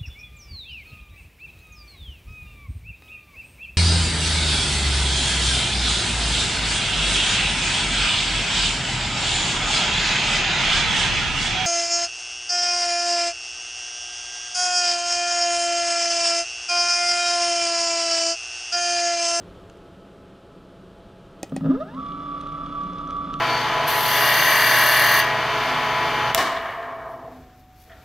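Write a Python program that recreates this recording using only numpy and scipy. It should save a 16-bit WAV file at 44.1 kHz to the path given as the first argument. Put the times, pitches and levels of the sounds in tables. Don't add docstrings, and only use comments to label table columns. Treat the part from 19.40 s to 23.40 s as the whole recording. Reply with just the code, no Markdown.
import sys
import numpy as np
from scipy import signal
from scipy.fft import rfft, irfft, next_fast_len
from scipy.io import wavfile
from scipy.ndimage import uniform_filter1d

SR = 44100
rng = np.random.default_rng(int(sys.argv[2]) if len(sys.argv) > 2 else 0)


def volts(x):
    e = np.asarray(x, float) / 20
    return 10 ** e


def wav_out(sig):
    wavfile.write(sys.argv[1], SR, np.round(np.clip(np.atleast_2d(sig).T, -1, 1) * 32767).astype(np.int16))


N = 176400

# time in seconds, kick in dB, sharp edge in dB relative to the kick.
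KICK_EFFORT = [(2.2, -26, 0), (2.23, -22, -13), (2.245, -19, -8), (2.26, -19, -3), (2.28, -25, -8),
               (2.3, -24, -6.5), (2.315, -22.5, -6), (2.33, -23.5, -14), (2.35, -23, -3.5),
               (2.365, -27.5, -6.5), (2.371, -30, -1), (2.393, -31, -6), (2.402, -24.5, -3),
               (2.433, -30.5, -8.5), (2.44, -36, -2), (2.47, -33.5, -2.5), (2.485, -31, -3.5),
               (2.505, -37, -3.5), (2.513, -33, -5.5), (2.545, -35.5, -0.5), (2.565, -33.5, -7.5),
               (2.585, -30.5, -9), (2.62, -63, -6.5), (4, -61, -6.5)]
COIL_PULL = [-0.5, -1, 0.5, -1.5]
# start in seconds, push in dB, sharp edge in dB.
ROTOR_JOLTS = [(2.1205, -16, -32.5), (2.209, -30.5, -29.5)]
# frequency in Hz, T60 in seconds, response to steps in dB,
# response to roller load in dB.
FRAME_MODES = [(36, 0.25, -36.5, -13), (64.9, 0.82, -32.5, -11.5), (155.1, 0.21, -3, -5),
               (180.2, 0.75, -12.5, -6.5), (206.2, 0.77, -11, -13), (264.15, 0.37, 1, -9.5),
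               (438, 0.064, -4.5, -42), (554.5, 0.049, 1, -15.5), (649, 0.076, -7, -17),
               (1037, 0.04, -17, -18), (598, 0.09, -9, -25.5), (1200, 0.096, -14.5, -7.5),
               (1265, 0.092, -7, -16), (1304, 0.037, -4, -14.5), (1720, 0.041, -16, -40.5),
               (1980, 0.043, -26, -38.5), (2600, 0.0077, -22.5, -35.5), (2720, 0.058, -23, -43.5),
               (3427, 0.0078, -13.5, -19), (3460, 0.075, -25, -46), (3660, 0.046, -25, -40.5),
               (5270, 0.0033, -11.5, -31.5), (6400, 0.014, -30.5, -37)]
# time in seconds, gain of the lowest modes in dB, gain of the main mode in dB.
SHUDDER_GAIN = [(2.12, -6, -6.5), (2.15, -3.5, -4), (2.185, 1.5, 3), (2.2, -6.5, -10.5), (2.22, 0, -3),
                (2.24, -1, 0.5), (2.26, -0.5, -5), (2.28, -6.5, -4), (2.292, -3, 2.5), (2.308, -5, 2.5),
                (2.32, -7.5, -2), (2.345, -9.5, 2), (2.362, -3.5, 1.5), (2.372, -17.5, -20),
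                (2.42, -8.5, -6.5), (2.5, 0.5, 1)]
# time in seconds, whine in dB (used about its mean),
# rumble in dB (before a common trim), gain of the pump head in dB.
ROLLER_LOAD = [(2.6, -38, -37.5, 1), (2.724, -36.5, -38, -3), (2.822, -41.5, -37.5, -2),
               (2.946, -35, -36.5, -0.5), (3.024, -42.5, -35.5, -1.5), (3.086, -37, -38, 0.5),
               (3.181, -40, -36.5, -0.5), (3.262, -36, -36, 0), (3.29, -41, -35.5, 1.5),
               (3.405, -31.5, -34.5, 3), (3.534, -39, -36.5, -8.5), (3.594, -35.5, -33, 4.5),
               (3.656, -35, -39, -4), (3.694, -40, -32.5, 2), (3.766, -31.5, -38, -1.5),
               (3.878, -38, -34, -4), (3.94, -34.5, -34.5, 6), (4.0, -34.5, -43.5, -4.5)]
# multiple of the coil cycle, mean level in dB rms at full speed.
COIL_WHINE = [(1, -43.5), (2, -66), (4, -34.5), (7, -76), (8, -65), (10, -66), (12, -59.5), (14, -73.5),
              (17, -78.5)]
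# offset in roller passes, mean level in dB rms before the load gain.
ROLLER_SIDEBANDS = [(1, -46.5), (2, -55), (3, -49.5), (4, -49), (5, -56.5)]
# frequency in Hz, T60 in seconds, dB rms before the load gain.
HEAD_MODES = [(1172, .2, -52), (1201, .25, -45), (1238, .15, -55), (1300, .15, -52), (1314, .2, -46),
              (1330, .2, -53)]
# start in seconds, drive of the snap in dB,
# drive of the body in dB, drive of the rattle in dB.
BUTTON_CLICKS = [(2.0299, -23, -26, -39), (2.0431, -46.5, -51, -57), (2.163, -37, -25.5, -39)]
# frequency in Hz, response in dB, T60 in seconds.
CASE_MODES = [(315, 4.5, 0.033), (572, 0, 0.041), (782, -1, 0.038), (1897, -9.5, 0.032),
              (2520, -10.5, 0.036), (4250, -22, 0.016), (5140, -30.5, 0.073), (7000, -24, 0.0114),
              (8700, -3, 0.012), (9500, -15, 0.02), (15200, -11, 0.008)]
# start in seconds, drive in dB (before a common trim), pitch in Hz,
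# upper ring in dB, top ring in dB (before a common lift), both relative to the drive.
PLASTIC_TICKS = [(1.7094, -66, 3060, -16, -18), (2.095, -44.5, 3340, -14, -6),
                 (2.5459, -38, 3300, -32.5, -36), (2.6627, -33, 3350, -37.5, -36),
                 (2.6873, -40.5, 3440, -34, -40), (2.7202, -36.5, 3370, -28, -35),
                 (2.891, -43, 3460, -28.5, -37), (3.0113, -30.5, 3550, -11.5, -18.5),
                 (3.0704, -32, 3480, -20, -33), (3.0878, -37.5, 3430, -22, -40),
                 (3.1213, -41.5, 3460, -10.5, -24), (3.2613, -36, 3400, -15.5, -30.5),
                 (3.4136, -39.5, 3160, -21, -27.5), (3.4348, -35, 3180, -16.5, -41),
                 (3.532, -44.5, 3460, -5.5, -38), (3.584, -37.5, 3490, -14, -29),
                 (3.675, -44, 3450, -5.5, -24), (3.7059, -27.5, 3460, -16, -55),
                 (3.7658, -32, 3350, -31, -47), (3.9346, -42.5, 3440, -2, -35),
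                 (3.9395, -26, 3470, -20, -49), (3.9914, -39, 3570, -14, -24)]
# start in seconds, snap drive in dB,
# body drive in dB (before a common trim).
HAND_TAPS = [(0.2983, -28.5, -61), (0.3712, -40.5, -62)]
# time in seconds, level in dB rms.
AIR_LEVEL = [(2.04, -68), (2.2, -67.5), (2.3, -70), (2.5, -75.5), (2.6, -84.5)]
# frequency in Hz, mean level in dB rms.
ROOM_TONES = [(673, -61), (840, -65), (1300, -68.5)]
# frequency in Hz, relative density in dB per Hz.
ROOM_SPECTRUM = [(12, -28), (20, -4.5), (69, -3.5), (91, -4), (124, -3.5), (146, -7), (188, 2), (211, -3.5),
                 (229, -14.5), (264, -3), (303, -7.5), (390, -2.5), (425, -7), (562, -7.5), (647, -11.5),
                 (723, -16), (856, -20), (1100, -17.5), (1300, -16), (2100, -29.5), (3110, -25),
                 (6090, -40), (8530, -42.5), (14900, -53), (16200, -59.5)]
# frequency in Hz, side minus mid in dB.
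ROOM_WIDTH = [(60, -35.5), (110, -69), (200, -72.5), (380, -44.5), (700, -36.5), (1290, -32.5),
              (2380, -32.5), (4400, -29), (8120, -17.5), (15000, 4.5)]
# time in seconds, gain in dB.
ROOM_GAIN = [(0, 2.1), (.3, 0.51), (.5, 0.027), (2, 0.3), (4, 0.12)]
# frequency in Hz, left minus right in dB.
PORT_BALANCE = [(30, 3), (60, 2), (110, 1), (200, .1), (700, .3), (1000, -2), (1152, -3), (1350, -2.5),
                (2380, 1.5), (4400, 2), (8120, 1.5)]
# frequency in Hz, lead of the left in radians.
PORT_PHASE = [(25, 0.65), (60, -0.87), (150, -0.063), (600, -0.34), (1000, -0.24), (1152, -1),
              (1460, -0.25), (7000, -0.94), (9000, -.1)]

START_S, RAMP_HZ_PER_S, FULL_HZ = 2.208, 3030, 1152.3
FULL_S = START_S + FULL_HZ / RAMP_HZ_PER_S
STEPS_PER_TURN, ROLLERS, COILS = 200, 6, 4
WHINE_RISE_S = .04
EDGE_S = .0001
LOWEST_HZ, SHUDDER_HZ = 230, 300


def along(table, x, axis=1):
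    a = np.array(table, float)
    return np.interp(x, a[:, 0], a[:, axis])


def by_hz(table):
    a = np.array(table, float)
    return np.interp(np.log(np.fft.rfftfreq(N, 1 / SR) + 1), np.log(a[:, 0]), a[:, 1])


def butter(x, order, hz, kind):
    return signal.sosfilt(signal.butter(order, hz, kind, fs=SR, output="sos"), x)


def ring(x, hz, t60):
    r = np.exp(-np.log(1000) / (max(t60, .001) * SR))
    w = 2 * np.pi * hz / SR
    return signal.lfilter([0, r * np.sin(w)], [1, -2 * r * np.cos(w), r * r], x)


def push(x, seconds):
    soft = np.exp(-1 / (seconds * SR))
    return signal.lfilter([1 - soft], [1, -soft], x)


def unit(x):
    return x / np.sqrt(np.mean(x ** 2))


def walk(rate):
    k = int(SR / rate)
    held = np.repeat(rng.standard_normal(size=999), k)[:N]
    return unit(uniform_filter1d(uniform_filter1d(held, k), k))


def clicks(times, sizes):
    out, at = np.zeros(N + 2), np.clip(np.asarray(times) * SR, 0, N)
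    i = at.astype(int)
    np.add.at(out, i, sizes * (1 - at + i))
    np.add.at(out, i + 1, sizes * (at - i))
    return out[:N]


def burst(t, s, decay):
    age = np.clip(t - s, 0, None) / decay
    return rng.standard_normal(N) * np.sqrt(age) * np.exp(-age) * 2


def room(t):
    level_db, wander_db = -46, .5
    shape = volts(by_hz(ROOM_SPECTRUM))
    mid = irfft(rfft(rng.standard_normal(N)) * shape, N)
    side = irfft(rfft(rng.standard_normal(N)) * shape * volts(by_hz(ROOM_WIDTH)), N)
    gain = volts(level_db + along(ROOM_GAIN, t) + wander_db * walk(rate=1.5)) / np.sqrt(np.mean(mid ** 2))
    return gain * np.array([mid + side, mid - side])


def room_tones(t):
    out = 0
    for hz, db in ROOM_TONES:
        out = out + np.sqrt(2) * volts(db + 2 * walk(20)) * np.sin(2 * np.pi * (hz * t + rng.random()))
    return out


def air(t):
    hiss = butter(rng.standard_normal((2, N)), 2, 11500, "high")
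    return unit(hiss) * volts(along(AIR_LEVEL, t)) * (t > AIR_LEVEL[0][0]) * (t < AIR_LEVEL[-1][0])


def taps(t):
    out = 0
    for s, db, body_db in HAND_TAPS:
        snap = burst(t, s, .0009)
        out = out + volts(db) * butter(push(snap, .0001), 3, [1400, 8500], "band")
        out = out + volts(body_db - 15) * ring(snap, 1880, 0.014)
    return out


def ticks(t):
    out = 0
    for s, db, hz, mid_db, top_db in PLASTIC_TICKS:
        hit = volts(db - 16) * burst(t, s, .0014)
        out = out + ring(hit, hz, 0.0037)
        out = out + volts(mid_db) * ring(hit, 5780, 0.0096)
        out = out + volts(top_db + 4) * ring(hit, 8800, 0.0089)
        out = out + volts(mid_db - 5) * butter(hit, 2, [1500, 6500], "band")
    crackle_per_s, crackle_db, spread_db = 280, -69.5, 4
    sizes = volts(crackle_db + spread_db * np.minimum(rng.exponential(size=N), 3))
    fine = (rng.random(N) < crackle_per_s / SR) * sizes * (t > 2.55)
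    out = out + ring(fine, 2700, 0.011) + ring(fine, 5400, 0.0023)
    return butter(out, 3, 8200, "low")


def button(t):
    out = 0
    for s, db, body_db, rattle_db in BUTTON_CLICKS:
        snap = burst(t, s, 0.0011)
        out = out + volts(db) * butter(snap, 1, [3500, 10000], "band")
        out = out + volts(db - 12) * ring(snap, 7540, 0.0024)
        rattle = burst(t, s + 0.00076, 0.0076)
        out = out + volts(rattle_db) * butter(rattle, 2, [1500, 6000], "band")
        hit = clicks([s + 0.000997], volts(body_db))
        for k, (hz, gain_db, t60) in enumerate(CASE_MODES):
            out = out + (-1) ** k * volts(gain_db) * ring(hit, hz, t60)
    return out


def unsteadiness(t):
    return np.clip((t - 2.31) / .1, 0, 1)


def motor_steps(t):
    wobble_share = .012
    rate = np.clip((t - START_S) * RAMP_HZ_PER_S, 0, FULL_HZ)
    hunt = unsteadiness(t) * (rate < FULL_HZ)
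    return np.cumsum(rate * (1 + wobble_share * hunt * walk(rate=50))) / SR


def step_kicks(t, steps):
    scatter_share, jitter_s, stutter_db = .07, .00003, 3.5
    count = np.arange(int(steps[-1]))
    at = np.interp(count, steps[t >= START_S], t[t >= START_S])
    stutter = stutter_db * unsteadiness(at) * np.interp(at, t, walk(rate=60))
    force = volts(along(KICK_EFFORT, at) + np.array(COIL_PULL)[count % COILS] + stutter)
    force = force * (1 + scatter_share * rng.standard_normal(len(at)))
    at = at + jitter_s * rng.standard_normal(len(at))
    edge = force * volts(along(KICK_EFFORT, at, axis=2))
    return push(clicks(at, force), .0013) + push(clicks(at, edge), EDGE_S)


def rotor_jolts():
    when, push_db, edge_db = np.array(ROTOR_JOLTS).T
    return push(clicks(when, volts(push_db)), .0011) + push(clicks(when, volts(edge_db)), EDGE_S)


def roller_shake(t, turn):
    turn_share, roller_share, throb_db, trim_db, rise_s = 0.74, 0.35, 2.5, -4.5, .065

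    def again(phase, size):
        return rng.standard_normal(size)[(phase % 1 * size).astype(int)]

    shake = rng.standard_normal(N) + turn_share * again(turn, size=7650)
    shake = shake + roller_share * again(turn * ROLLERS, size=1275)
    throb = throb_db * np.cos(2 * np.pi * turn * ROLLERS)
    level = volts(throb + along(ROLLER_LOAD, t, axis=2) + trim_db)
    return shake * level * np.clip(1 + (t - FULL_S) / rise_s, 0, 1)


def loose_parts(kicks, shudder):
    gap, gain_db = 0.018, -20
    sway = ring(kicks, 262.6, 0.29) * shudder
    noise = butter(rng.standard_normal(N), 2, 1800, "low")
    chatter = noise * 3 * volts(gain_db) * np.clip(sway - gap, 0, None)
    return chatter - push(chatter, 0.0008)


def frame(t, steps):
    kick_ring_share = 0.47
    kicks = step_kicks(t, steps) + rotor_jolts()
    lowest, shudder = volts(along(SHUDDER_GAIN, t)), volts(along(SHUDDER_GAIN, t, axis=2))
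    shake = roller_shake(t, steps / STEPS_PER_TURN) + loose_parts(kicks, shudder)
    out = 0
    for k, (hz, t60, step_db, load_db) in enumerate(FRAME_MODES):
        kick_t60 = t60 if hz < SHUDDER_HZ else kick_ring_share * t60
        gain = lowest if hz < LOWEST_HZ else shudder if hz < SHUDDER_HZ else 1
        struck = volts(step_db) * ring(kicks, hz, kick_t60) * gain
        shaken = volts(load_db) * ring(shake, hz, t60) / np.sqrt(t60 * SR / 23.8)
        out = out + (-1) ** k * (struck + shaken)
    return out


def coil_whine(t, steps):
    swing = along(ROLLER_LOAD, t) - np.mean(np.array(ROLLER_LOAD)[:, 1])
    out = 0
    for k, db in COIL_WHINE:
        step_tone = k == COILS
        level_db = db + (1.2 if step_tone else 1.5) * walk(24.7) + swing * step_tone
        rise = np.clip(step_tone + (t - FULL_S) / WHINE_RISE_S, 0, 1)
        tone = np.sin(2 * np.pi * (k * steps / COILS + rng.random()))
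        out = out + np.sqrt(2) * volts(level_db) * tone * rise
    return out


def pump_head(t, steps):
    sideband_waver_db, throb_db = 3, 1.5
    passes = steps / STEPS_PER_TURN * ROLLERS
    out = 0
    for k, db in ROLLER_SIDEBANDS:
        tone = np.sin(2 * np.pi * (steps + k * passes + rng.random()))
        out = out + np.sqrt(2) * volts(db + sideband_waver_db * walk(rate=7.8)) * tone
    for hz, t60, db in HEAD_MODES:
        out = out + volts(db) * unit(ring(ring(rng.standard_normal(N), hz, t60), hz, t60))
    out = out * volts(along(ROLLER_LOAD, t, axis=3) + throb_db * np.cos(2 * np.pi * passes))
    return out * np.clip(1 + (t - FULL_S) / WHINE_RISE_S, 0, 1)


def pump(t):
    steps = motor_steps(t)
    return frame(t, steps), coil_whine(t, steps) + pump_head(t, steps)


def two_ports(bench):
    half = volts(by_hz(PORT_BALANCE) / 2) * np.exp(.5j * by_hz(PORT_PHASE))
    return np.array([irfft(rfft(bench) * half, N), irfft(rfft(bench) / half, N)])


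def echo(t, source):
    t60_s, wide, gain_db = 0.34, .3, -10
    mid, side = rng.standard_normal((2, N)) * (t > .004) * np.exp(-np.log(1000) * t / t60_s)
    side = wide * (side - push(side, .0002))
    tail = np.array([mid + side, mid - side]) / np.sqrt(np.sum(mid ** 2))
    tail = butter(tail, 1, [450, 4000], "band")
    size = next_fast_len(2 * N)
    return volts(gain_db) * irfft(rfft(source, size) * rfft(tail, size), size)[:, :N]


def scene():
    t = np.arange(N) / SR
    press_lag_s, press_echo_db = .000012, -4
    vibration, tones = pump(t)
    press = button(t)
    knocks = vibration + ticks(t) + taps(t)
    near = two_ports(knocks + tones)
    near = near + np.array([press, np.interp(t - press_lag_s, t, press)])
    reflected = echo(t, knocks + volts(press_echo_db) * press)
    return near + reflected + room(t) + room_tones(t) + air(t)


def band_limit(x):
    return signal.sosfilt(signal.butter(12, 15700, fs=SR, output="sos"), x)


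def record(dry):
    mix = butter(dry, 1, 15, "high")
    return band_limit(mix)


dry = scene()
out = record(dry)
wav_out(out)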